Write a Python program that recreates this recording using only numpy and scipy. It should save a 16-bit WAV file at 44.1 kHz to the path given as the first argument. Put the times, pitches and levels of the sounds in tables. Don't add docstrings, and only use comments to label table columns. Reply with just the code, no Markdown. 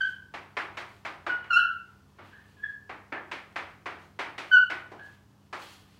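import sys
import numpy as np
from scipy import signal
from scipy.fft import rfft, irfft
from scipy.io import wavfile
from scipy.ndimage import uniform_filter1d

SR = 44100
rng = np.random.default_rng(int(sys.argv[2]) if len(sys.argv) > 2 else 0)


def materialize(psi):
    bounded = np.clip(np.atleast_2d(psi).T, -1, 1)
    quanta = np.round(bounded * 32767).astype(np.int16)
    wavfile.write(sys.argv[1], SR, quanta)


N = 264159


def undb(db):
    return 10 ** (np.asarray(db) / 20)


def rms(x):
    return np.sqrt(np.mean(x ** 2)) + 1e-12


def on_log_hz(table, hz):
    table_hz, value = np.transpose(table)
    return np.interp(np.log(np.maximum(hz, 1)), np.log(table_hz), value)


def coloured(white, table):
    gain = undb(on_log_hz(table, np.fft.rfftfreq(len(white), 1 / SR)))
    noise = irfft(rfft(white) * gain, len(white))
    return noise / rms(noise)


def walk(rate_hz):
    hold = int(SR / rate_hz)
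    held = rng.standard_normal(2000)[np.arange(N) // hold]
    return uniform_filter1d(uniform_filter1d(held, hold), hold)


def add(out, x, start):
    x = x[:len(out) - start]
    out[start:start + len(x)] += x


def causal(db):
    cepstrum = irfft(np.log(undb(db)))
    half = len(cepstrum) // 2
    cepstrum[1:half] *= 2
    cepstrum[half + 1:] = 0
    return irfft(np.exp(rfft(cepstrum)))


# frequency in Hz, time to fall 60 dB in s.
ROOM_DECAY = [(200, 0.56), (600, 0.54), (1400, 0.48), (3600, 0.42), (7000, 0.34), (13000, 0.63)]
ROOM_LENGTH_S, ROOM_GAP_S = 0.8, 0.0027
EARLY_DB, EARLY_S = 5, 0.0051


def room(x, wet_db):
    n = int(ROOM_LENGTH_S * SR)
    hz, _, cells = signal.stft(rng.standard_normal(n), SR, nperseg=128)
    cell_s = np.arange(cells.shape[1]) * 64 / SR
    fade = np.exp(-np.log(1000) * cell_s / on_log_hz(ROOM_DECAY, hz)[:, None])
    tail = signal.istft(cells * fade, SR, nperseg=128)[1][:n]
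    age_s = np.arange(len(tail)) / SR
    tail *= np.clip(age_s / ROOM_GAP_S, 0, 1) ** 2
    tail *= undb(EARLY_DB * np.exp(-age_s / EARLY_S))
    wet = signal.fftconvolve(x, tail)
    dry_energy = np.sum(x ** 2)
    wet *= undb(wet_db) * np.sqrt(dry_energy / np.sum(wet ** 2))
    add(wet, x, 0)
    return wet * np.sqrt(dry_energy * (1 + undb(2 * wet_db)) / np.sum(wet ** 2))


# frequency in Hz, relative level in dB.
VENTILATION_COLOUR = [(22, -48), (40, -22), (55, -6), (90, -3.5), (130, -6.5), (200, -13.5), (280, -9),
                      (400, -16), (600, -21.5), (1000, -17.5), (1600, -31), (3000, -39.5), (5000, -33),
                      (9000, -40), (15800, -42.5)]
VENTILATION_DB, VENTILATION_SWELL_DB = -62, 0.7
# centre pitch in Hz, mean level in dB rms, scale of the pitch waver in Hz.
HUM_TONES = [(73.5, -78, 7.1), (99.3, -64.5, 7.3), (146.5, -68, 15), (199.5, -66.5, 3), (418, -78.5, 4.3)]


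def classroom(waver_db=-0.5):
    swell_db = VENTILATION_DB + VENTILATION_SWELL_DB * walk(0.86)
    out = undb(swell_db) * coloured(rng.standard_normal(N), VENTILATION_COLOUR)
    for hz, db, pitch_waver_hz in HUM_TONES:
        phase = 2 * np.pi * np.cumsum(hz + pitch_waver_hz * walk(8)) / SR
        out = out + np.sqrt(2) * undb(db + waver_db * walk(13)) * np.sin(phase)
    return out


# frequency in Hz, relative level in dB.
GRIT_COLOUR = [(200, -21.5), (400, -11.5), (900, -4.5), (1300, 1), (2000, -1.5), (2300, -4.5), (2600, -1),
               (3300, -1.5), (3750, -6), (4300, -4.5), (5200, -11), (8000, -15), (15500, -23.5)]
# start in s, length of the hold in s, level in dB before the split
# into bands and the room, treble level in dB relative to that.
GRINDING_STROKES = [(0.01, .05, -57, -1.5), (.45, 0.07, -68.5, -7), (.86, .08, -65, 1.5),
                    (1.36, 0.083, -66.5, -9), (1.72, 0.2, -69.5, -3.5), (2.216, .08, -59.5, -6),
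                    (2.329, .06, -60, -6.5), (2.447, 0.048, -64, 0.5), (2.568, .14, -65.5, -3),
                    (3.66, 0.037, -67.5, 0.5), (3.96, .08, -63.5, -2), (4.46, 0.18, -65, -0.5),
                    (5.0, 0.13, -61, -3), (5.36, .04, -73, 1.5), (5.586, 0.15, -57.5, 4.5),
                    (5.84, .14, -68, 1)]
STROKE_RISE_DB_PER_S, STROKE_FALL_DB_PER_S = 200, 119
HISS_LAG_S = 0.04
RUSTLE_DB, RUSTLE_BRIGHT_DB = -73.5, -1.5


def scrape(grit_db=2.5, patchy_db=2.0, wet_db=-4.5, split_hz=4000.0):
    t_s = np.arange(N) / SR
    grain_size = undb(grit_db * rng.exponential(size=N))
    grit = coloured(rng.standard_normal(N) * grain_size, GRIT_COLOUR)
    body = signal.sosfilt(signal.butter(2, split_hz, fs=SR, output="sos"), grit)
    hiss = grit - body
    body_gain, hiss_gain = undb(RUSTLE_DB), undb(RUSTLE_DB + RUSTLE_BRIGHT_DB)
    for start_s, length_s, db, bright_db in GRINDING_STROKES:
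        fall_db = db - STROKE_FALL_DB_PER_S * np.maximum(t_s - start_s - length_s, 0)
        body_rise_db = STROKE_RISE_DB_PER_S * np.maximum(start_s - t_s, 0)
        hiss_rise_db = STROKE_RISE_DB_PER_S * np.maximum(start_s + HISS_LAG_S - t_s, 0)
        body_gain = np.maximum(body_gain, undb(fall_db - body_rise_db))
        hiss_gain = np.maximum(hiss_gain, undb(fall_db + bright_db - hiss_rise_db))
    rub = (body_gain * body + hiss_gain * hiss) * undb(patchy_db * walk(25))
    return room(rub, wet_db)[:N]


# overtone fall in dB at the lowest pitch, grip unevenness 0-1 at the loudest
# point, and the tip's course as rows of time in s, slip rate in Hz, fundamental in dB before the room.
STICK_SLIPS = [ (-12.5, 0.14, [(.011, 1567, -21.5), (.02, 1505, -24.5), (.03, 1550, -36),
               (.045, 1590, -33.5), (.06, 1660, -37)]), (-16, 0.31, [(1.295, 1500, -26),
               (1.32, 1440, -31.5), (1.345, 1458, -40.5), (1.38, 1446, -49.5), (1.42, 1459, -42.5)]),
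               (-10.5, 0.13, [(1.508, 1432, -20.5), (1.52, 1370, -33.5), (1.533, 1351, -19.5),
               (1.553, 1353, -19.5), (1.562, 1397, -21.5), (1.572, 1450, -18.5), (1.585, 1490, -32),
               (1.595, 1614, -31)]), (-39, 0.89, [(2.32, 1650, -54), (2.4, 1740, -60.5)]),
               (-25, 0.13, [(2.57, 1700, -63), (2.6, 1637, -57), (2.627, 1723, -56.5), (2.64, 1705, -27.5),
               (2.655, 1634, -42), (2.68, 1730, -49)]), (-40, 0.96, [(3.15, 1648, -38), (3.18, 1663, -51)]),
               (-12.5, .06, [(4.517, 1520, -21), (4.535, 1498, -13), (4.553, 1489, -14.5),
               (4.565, 1438, -21.5), (4.585, 1390, -29)]), (-34, 0.62, [(4.995, 1546, -44.5),
               (5.015, 1650, -45), (5.05, 1670, -55), (5.1, 1720, -66.5)]), ]
SQUEAK_ATTACK_S, SQUEAK_RELEASE_S, SQUEAK_EDGE_DB = 0.008, 0.0074, -35.5
SHARP_DB_PER_KHZ = -33
ROUGH_PER_DB = -0.0251


def squeaks(waver=0.0017, second_db=5.5, wet_db=2.0, blur_hz=90.0):
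    out, drift = np.zeros(N), walk(120)
    blur = signal.butter(4, blur_hz, fs=SR, output="sos")
    grip = signal.sosfilt(blur, rng.standard_normal((2, N)))
    grip /= rms(grip)
    harmonic = np.arange(1, 11)[:, None]
    overtone = harmonic - 1
    for sharp_db, uneven, course in STICK_SLIPS:
        s, hz, db = np.transpose(course)
        first = max(int((s[0] - SQUEAK_ATTACK_S) * SR), 0)
        i = np.arange(first, int((s[-1] + SQUEAK_RELEASE_S) * SR))
        t_s = i / SR
        hz, db = np.interp(t_s, s, hz), np.interp(t_s, s, db)
        rough = np.clip(uneven + ROUGH_PER_DB * (db.max() - db), 0, 1)
        fall_db = sharp_db + SHARP_DB_PER_KHZ * (hz - hz.min()) / 1000
        edge = np.maximum((s[0] - t_s) / SQUEAK_ATTACK_S, (t_s - s[-1]) / SQUEAK_RELEASE_S)
        db = db + SQUEAK_EDGE_DB * np.maximum(edge, 0)
        phase = 2 * np.pi * np.cumsum(hz * (1 + waver * drift[i])) / SR + rough * grip[0, i]
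        size = np.sqrt(1 - rough ** 2) + rough * grip[1, i]
        overtone_db = fall_db * 3.5 * (1 - np.exp(-overtone / 2.56)) - 2.93 * overtone
        gain = undb(overtone_db + second_db * (harmonic == 2))
        tone = (gain * np.sin(harmonic * phase)).sum(0)
        add(out, room(np.sqrt(2) * undb(db) * size * tone, wet_db), first)
    return out


# frequency in Hz, relative level in dB.
BOARD_RESPONSE = [(120, -44.5), (230, -14), (340, -2), (450, -7.5), (700, -2), (1220, 0.5), (1600, -0.5),
                  (2200, -1), (2600, -6), (2820, -9), (3250, -11.5), (3700, -15.5), (4300, -17.5),
                  (5500, -24), (8000, -33.5), (14000, -51)]
# time in s, level in dB before direct_db and the room, hardness in dB per
# octave above 1500 Hz, thud in dB per octave below it (both up to 2 octaves), mid-body knock in dB.
LANDINGS = [(0.341, -27, 0.5, 0.0, -1), (0.57, -19, -0.5, -0.5, 0.5), (0.773, -24.5, 1.5, -1.5, -2.5),
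            (1.052, -24, -0.5, -2, -3), (1.267, -21.5, -2.5, -1.5, -1.5), (1.443, -39, -0.5, 1, 2.5),
            (2.188, -38.5, -5, 4, 0), (2.896, -29, -2.5, 2, 1), (3.124, -24, -4, 3, 3.5),
            (3.316, -23.5, 3.5, 2.5, 4.5), (3.561, -21.5, 1, 0.5, 2), (3.86, -24, -0.5, 0.5, 0),
            (4.192, -20.5, 0.5, -0.5, 0.0), (4.382, -24, 4, 1, 1), (4.702, -22, 1.5, 1, 2),
            (4.918, -36.5, -2.5, 3, -10.5), (5.53, -25, 0, -1.5, -6)]


def taps(wet_db=16.0, direct_db=-4.5, lead_s=0.0015):
    out, hz = np.zeros(N), np.fft.rfftfreq(2048, 1 / SR)
    octave = np.log2(np.maximum(hz, 1) / 1500.0)
    treble, bass = np.clip(octave, 0, 2), np.clip(-octave, 0, 2)
    body = np.exp(-((octave - 0.55) / 0.99) ** 2)
    board_db = on_log_hz(BOARD_RESPONSE, hz)
    for s, level_db, hard_db, thud_db, body_db in LANDINGS:
        knock = causal(board_db + hard_db * treble + thud_db * bass + body_db * body)
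        knock *= undb(level_db + direct_db) / np.abs(knock).max()
        add(out, room(knock, wet_db), int((s - lead_s) * SR))
    return out


def scene():
    return (classroom() + scrape() + squeaks() + taps())[None]


def record(dry, top_hz=15780):
    return signal.sosfilt(signal.ellip(10, 0.2, 60, top_hz, fs=SR, output="sos"), dry)


dry = scene()
out = record(dry)
materialize(out)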